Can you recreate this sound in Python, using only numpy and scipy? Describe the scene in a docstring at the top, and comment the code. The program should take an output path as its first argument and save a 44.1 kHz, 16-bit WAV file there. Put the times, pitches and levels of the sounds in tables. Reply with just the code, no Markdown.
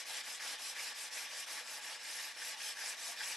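"""Wax is rubbed back and forth along a ski base clamped to a bench, already moving as the sound begins.
Quick strokes run to about 2 s, one longer stroke follows, then slightly slower ones last to the end.
Each stroke speeds up and slows to a turn: grainy friction noise scrapes, hisses, and rings the ski's modes.
Short coloured swells of noise, from low knocks to treble scrapes, dot the rubbing.
Short dense echoes and a phase-scattered side signal make the small room, over a faint steady floor."""
import sys
import numpy as np
from scipy import signal
from scipy.fft import rfft, irfft
from scipy.io import wavfile
from scipy.ndimage import map_coordinates

SR = 44100
rng = np.random.default_rng(int(sys.argv[2]) if len(sys.argv) > 2 else 0)


def output_pcm(signal):
    """Save a mono or channel-first signal as 16-bit PCM at the path in sys.argv[1].

    Samples are clipped to [-1, 1] before scaling.
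    """
    pcm = np.clip(np.atleast_2d(signal).T, -1, 1) * 32767
    wavfile.write(sys.argv[1], SR, np.round(pcm).astype(np.int16))


N = 148176

# Background hiss: (frequency [Hz], level [dB per Hz])
FLOOR_COLOUR = [(20, -114), (60, -112), (120, -113), (300, -115), (2000, -120), (12000, -124)]
# Stereo spread: (frequency [Hz], side relative to mid [dB])
SIDE_LEVEL = [(60, -14), (250, -13), (500, -18), (1000, -14.5), (2000, -13), (4000, -8.5), (8000, -8),
              (12000, -10)]
# Stereo balance: (frequency [Hz], first channel relative to second [dB])
CHANNEL_LEAN = [(100, -0.86), (500, -.3), (1400, -0.11), (4200, 0.64), (8000, 1.5), (12000, 0)]
# Short coloured swells: (middle [s], length [s], resonance [Hz], level before SWELL_TRIM_DB [dB])
COLOURED_SWELLS = [(0.107, 0.034, 790, -52), (0.181, 0.02, 2280, -48), (0.353, 0.043, 7600, -50),
                   (0.419, 0.057, 1810, -43.5), (0.467, 0.02, 2600, -46), (.605, 0.036, 816, -53.5),
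                   (0.77, 0.035, 1820, -46), (0.794, 0.039, 2350, -43), (1.025, 0.089, 8560, -48),
                   (1.143, 0.023, 1830, -55), (1.152, 0.046, 7400, -49), (1.184, .05, 2380, -46.5),
                   (1.253, .025, 2430, -46.5), (1.4, 0.033, 7600, -46.5), (1.438, .03, 2960, -47.5),
                   (1.535, 0.031, 820, -53), (1.587, .03, 1850, -47), (1.59, .035, 9500, -55),
                   (1.84, 0.023, 7540, -51), (1.863, .04, 1860, -53), (1.92, 0.041, 830, -55.5),
                   (2.192, 0.065, 1900, -50.5), (2.426, 0.028, 1670, -44), (2.54, 0.032, 1850, -53),
                   (2.573, 0.067, 847, -53.5), (2.688, 0.07, 3200, -47.5), (2.778, 0.04, 1750, -47),
                   (2.818, 0.046, 1680, -44.5), (2.893, 0.043, 8000, -43.5), (2.929, 0.034, 2470, -49),
                   (3.026, 0.028, 1750, -51), (3.095, 0.042, 720, -56), (3.21, .04, 880, -55),
                   (3.211, 0.03, 1660, -43.5), (3.243, 0.045, 3530, -49), (3.31, 0.061, 2380, -48)]
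# Hand strokes: (start [s], share of the stroke at which it is fastest [0-1],
# roundness [factor on the speed exponent, under 1 bites at once], offset of the rub left at its first turn [dB],
# then offsets of ski body [dB], ski ring [dB], scrape [dB], hiss and fizz [dB])
HAND_STROKES = [(-.114, 0.44, 1.46, 6, 0, 0, 1.5, 1.5), (0.046, .58, 0.67, -2.5, 0.5, 1.4, 0.5, -2),
                (.224, 0.5, 1.16, 3, -1.5, -2.5, -1.3, -1.7), (.393, 0.47, 0.88, 1, 2, 0.5, 2, -0.3),
                (.574, 0.54, 0.92, 0, -0.4, -5, -1.3, -1), (.745, 0.47, 0.91, 1.5, 1, 1.5, -0.3, -1),
                (.938, 0.52, 0.87, 0.5, -2, -3, -0.8, -2.5), (1.103, 0.47, 0.8, -5, 0.2, 1, -2.5, -1.5),
                (1.278, .59, 0.9, 4, -1.5, -1.5, -3, -2.6), (1.46, 0.42, 0.95, -2.5, 1.5, 0, -0.5, -1.4),
                (1.635, 0.59, 0.84, 3, 0, -3.5, -3, -2.5), (1.81, .43, 0.75, -1, 0.5, -1, -2.5, -3.5),
                (1.984, 0.57, 0.85, 0, -1.8, 0, -1.5, -1.6), (2.334, 0.61, 1.1, 0.5, -0.6, 0.5, -0.8, -1),
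                (2.557, 0.61, 1.07, 1.5, -1.3, 0.3, -1.3, 0.5), (2.747, 0.6, 0.86, 1, 1, 1.5, 0, -0.2),
                (2.954, 0.6, 1.05, 1, 0, -2.3, -1.1, 0.3), (3.153, 0.6, .9, 4, 0.2, 1.5, -0.5, 0)]
# Modes of the ski: (frequency [Hz], width [Hz], level at full speed before stroke offsets [dB per Hz])
RINGING_MODES = [(242, 16, -97), (333, 49, -99), (502.6, 28, -86), (603.4, 44, -88.5), (781, 32, -85),
                 (850.4, 39, -83), (955.5, 49, -85), (1131, 26, -83), (1646, 22, -77.5), (1751, 31, -77),
                 (1828, 41, -76), (1927, 31, -78.5), (2180, 23, -81.5), (2378, 59, -81.5), (2888, 48, -84),
                 (3380, 35, -84), (3713, 40, -84.5), (3956, 36, -84.5), (4260, 32, -85.5),
                 (5160, 79, -85.5)]
# Broad colours at full speed before stroke offsets: (frequency [Hz], level [dB per Hz])
BODY_COLOUR = [(40, -130), (120, -112), (185, -111), (235, -102), (350, -99), (430, -100), (520, -92),
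               (720, -92.5), (830, -84.5), (1000, -92), (1300, -88.5), (1600, -88.5), (2500, -115)]
RING_COLOUR = [(250, -140), (900, -112), (1450, -95.5), (1600, -84.5), (1850, -88), (2050, -85.5),
               (2600, -88.5), (5000, -120)]
SCRAPE_COLOUR = [(250, -140), (1000, -110), (1800, -92.5), (2250, -84.5), (2500, -84), (2680, -85),
                 (2900, -83.5), (3500, -85), (4400, -87), (5500, -91), (8000, -102), (12500, -112)]
HISS_COLOUR = [(300, -140), (2000, -110), (3800, -93.5), (4800, -83), (5250, -79.5), (5900, -82.5),
               (6800, -86.5), (7800, -85), (9200, -89.5), (10500, -92.5), (12300, -99)]
FIZZ_COLOUR = [(2000, -145), (6000, -115), (8500, -95.5), (9800, -88.5), (10900, -89.5), (11700, -86.5),
               (12300, -100)]
# Friction laws: (power exponent of speed before roundness, level at a turn before its offset [dB],
# flutter [dB], grain spread [dB])
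BODY_LAW, RING_LAW = (0.53, -12, 1.6, 1.9), (0.6, -9.5, 1.5, 2)
SCRAPE_LAW, HISS_LAW = (0.74, -9, 0.72, 1.5), (1.2, -14.5, 0.4, 2.3)
FIZZ_LAW = (2, -20.5, 1.5, 4)

LAST_TURN_S = 3.37
FLUTTER_HZ, GRAINS_PER_S = 20, 8000
GRAIN_SHARE = 0.52  # share of the rub's power, before flutter
BIGGEST_SLIP = 4.9  # in units of the grain spread
BODY_TOP_HZ = 1400  # modes below follow the body's friction, those above the ring's
SWELL_Q, SWELL_TRIM_DB = 4.7, -3  # Q of each of two equal resonances in a row
PATCH_DB, PATCH_S, PATCH_HZ = 1.81, 0.035, 300.5
ROOM_T60_S, ROOM_DB = 0.096, -13.5
EDGE_HZ = 12200


def amp(db):
    """Turns decibels into gain."""
    return 10 ** (np.asarray(db) / 20)


def evened(x):
    """Scales to rms 1."""
    return x / np.sqrt(np.mean(x ** 2) + 1e-20)


def read(points):
    """Draws a (frequency [Hz], level [dB]) table as a gain for every frequency."""
    hz, db = np.transpose(points)
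    bins_hz = np.fft.rfftfreq(N, 1 / SR)
    return amp(np.interp(np.log(bins_hz + 1), np.log(hz + 1), db))


def resonance(hz, width_hz):
    """Gives the response of one damped mode, with gain 1 at its centre."""
    f = np.fft.rfftfreq(N, 1 / SR) + 1e-6
    return 1 / (1 + 1j * (f * f - hz * hz) / (f * width_hz))


def colour(x, response):
    """Gives white sound of rms 1 the spectral density of the response."""
    return irfft(rfft(x) * response, N) * np.sqrt(SR / 2)


def background_floor():
    """Faint steady noise, independent in the two channels."""
    return colour(rng.standard_normal((2, N)), read(FLOOR_COLOUR))


def reflections(x, t60_s):
    """Dense echoes from the bench and the walls: random taps dying away by 60 dB in t60_s."""
    t = np.arange(SR // 2) / SR
    decay = np.exp(-np.log(1000) * t / t60_s)
    taps = rng.standard_normal(len(t)) * decay * (t > 0.002)
    return signal.fftconvolve(x, taps / np.linalg.norm(taps))[:N]


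def diffuse(x, size):
    """Sound scattered by the walls keeps its level and colour but arrives with random phase."""
    z = signal.stft(x, nperseg=size)[2]
    turned = z * np.exp(2j * np.pi * rng.random(z.shape))
    scattered = signal.istft(turned, nperseg=size)[1][:N]
    return np.std(x) * evened(scattered)


def room(dry):
    """Adds echoes, a scattered side signal and a gentle lean between the channels."""
    mid = dry + amp(ROOM_DB) * reflections(dry, ROOM_T60_S)
    side = rfft(diffuse(mid, size=512)) * read(SIDE_LEVEL)
    lean = np.sqrt(read(CHANNEL_LEAN))  # half the lean goes to each channel
    first = (rfft(mid) + side) * lean
    second = (rfft(mid) - side) / lean
    return irfft(np.array([first, second]), N)


def coloured_swells():
    """Resonant noise, from low knocks to treble scrapes, swells and fades in cosine arches."""
    t, out = np.arange(N) / SR, np.zeros(N)
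    noise = rng.standard_normal(N)
    for middle_s, length_s, hz, db in COLOURED_SWELLS:
        coloured = evened(colour(noise, resonance(hz, hz / SWELL_Q) ** 2))
        arch = np.cos(np.pi * np.clip((t - middle_s) / length_s, -0.5, 0.5))
        out += amp(db + SWELL_TRIM_DB) * coloured * arch
    return out


def stroke_level(levels_db, exponent, turn_db):
    """Rubbing grows with a power of hand speed; some is left at each turn."""
    starts, fastest, roundness, left_db = np.transpose(HAND_STROKES)[:4]
    t = np.arange(N) / SR
    place = np.interp(t, np.append(starts, LAST_TURN_S), np.arange(len(starts) + 1))
    stroke = place.astype(int)
    skew = np.log(0.5) / np.log(fastest)  # puts the sine's peak at the fastest share
    speed = np.sin(np.pi * (place - stroke) ** skew[stroke])
    # half the power exponent, as this is an amplitude
    sliding = amp(levels_db)[stroke] * speed ** (exponent * roundness[stroke] / 2)
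    left_at_turn = amp(turn_db + np.interp(t, starts, left_db))
    return np.hypot(sliding, left_at_turn)


def friction(levels_db, law):
    """Tiny random slips and smooth noise flutter together and follow the strokes."""
    exponent, turn_db, flutter_db, spread_db = law
    level = stroke_level(levels_db, exponent, turn_db)
    slips = (rng.random(N) < GRAINS_PER_S / SR) * rng.choice([-1, 1], N)
    slip_sizes = np.minimum(rng.exponential(1, N), BIGGEST_SLIP)
    slips = slips * amp(spread_db * slip_sizes)
    smooth = rng.standard_normal(N)
    rub = np.sqrt(GRAIN_SHARE) * evened(slips) + np.sqrt(1 - GRAIN_SHARE) * smooth
    flutter_band = resonance(FLUTTER_HZ, 2 * FLUTTER_HZ) ** 2
    flutter = evened(irfft(rfft(rng.standard_normal(N)) * flutter_band, N))
    return level * evened(rub * amp(flutter_db * flutter))


def ski(body_db, ring_db):
    """Friction excites a hollow low body, a brighter ring and the ski's single modes."""
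    body = colour(friction(body_db, BODY_LAW), read(BODY_COLOUR))
    ring = colour(friction(ring_db, RING_LAW), read(RING_COLOUR))
    out = body + ring
    low, high = friction(body_db, BODY_LAW), friction(ring_db, RING_LAW)
    for hz, width_hz, db in RINGING_MODES:
        drive = low if hz < BODY_TOP_HZ else high
        # the wider second resonance steepens the skirts
        mode = resonance(hz, width_hz) * resonance(hz, 5 * width_hz)
        out += colour(drive, amp(db) * mode)
    return out


def wander(x, size):
    """The colour wanders as the wax moves along the base: time-frequency patches swell and fade."""
    hz, t, z = signal.stft(x, SR, nperseg=size)
    field = rng.standard_normal((size, size))
    places = np.meshgrid(t / PATCH_S, hz / PATCH_HZ)
    patches = evened(map_coordinates(field, places, order=1, mode="wrap"))
    return signal.istft(z * amp(PATCH_DB * patches), SR, nperseg=size)[1][:N]


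def wax(scrape_db, hiss_db):
    """The contact itself: a scrape, a hiss that needs more speed, and a fizz at the fastest."""
    scrape = colour(friction(scrape_db, SCRAPE_LAW), read(SCRAPE_COLOUR))
    hiss = colour(friction(hiss_db, HISS_LAW), read(HISS_COLOUR))
    fizz = colour(friction(hiss_db, FIZZ_LAW), read(FIZZ_COLOUR))
    return scrape + hiss + fizz


def scene():
    """Sets the rubbing in front of the microphone, widened by the room, over a faint floor."""
    body_db, ring_db, scrape_db, hiss_db = np.transpose(HAND_STROKES)[4:]
    contact = wander(wax(scrape_db, hiss_db), size=1024)
    rubbing = ski(body_db, ring_db) + contact + coloured_swells()
    return room(rubbing) + background_floor()


def record(dry):
    """Applies the recorder's band limit, a steep low-pass."""
    low_pass = signal.firwin(801, EDGE_HZ, window=("kaiser", 9), fs=SR)
    return signal.oaconvolve(dry, low_pass[None], "same")


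dry = scene()
out = record(dry)
output_pcm(out)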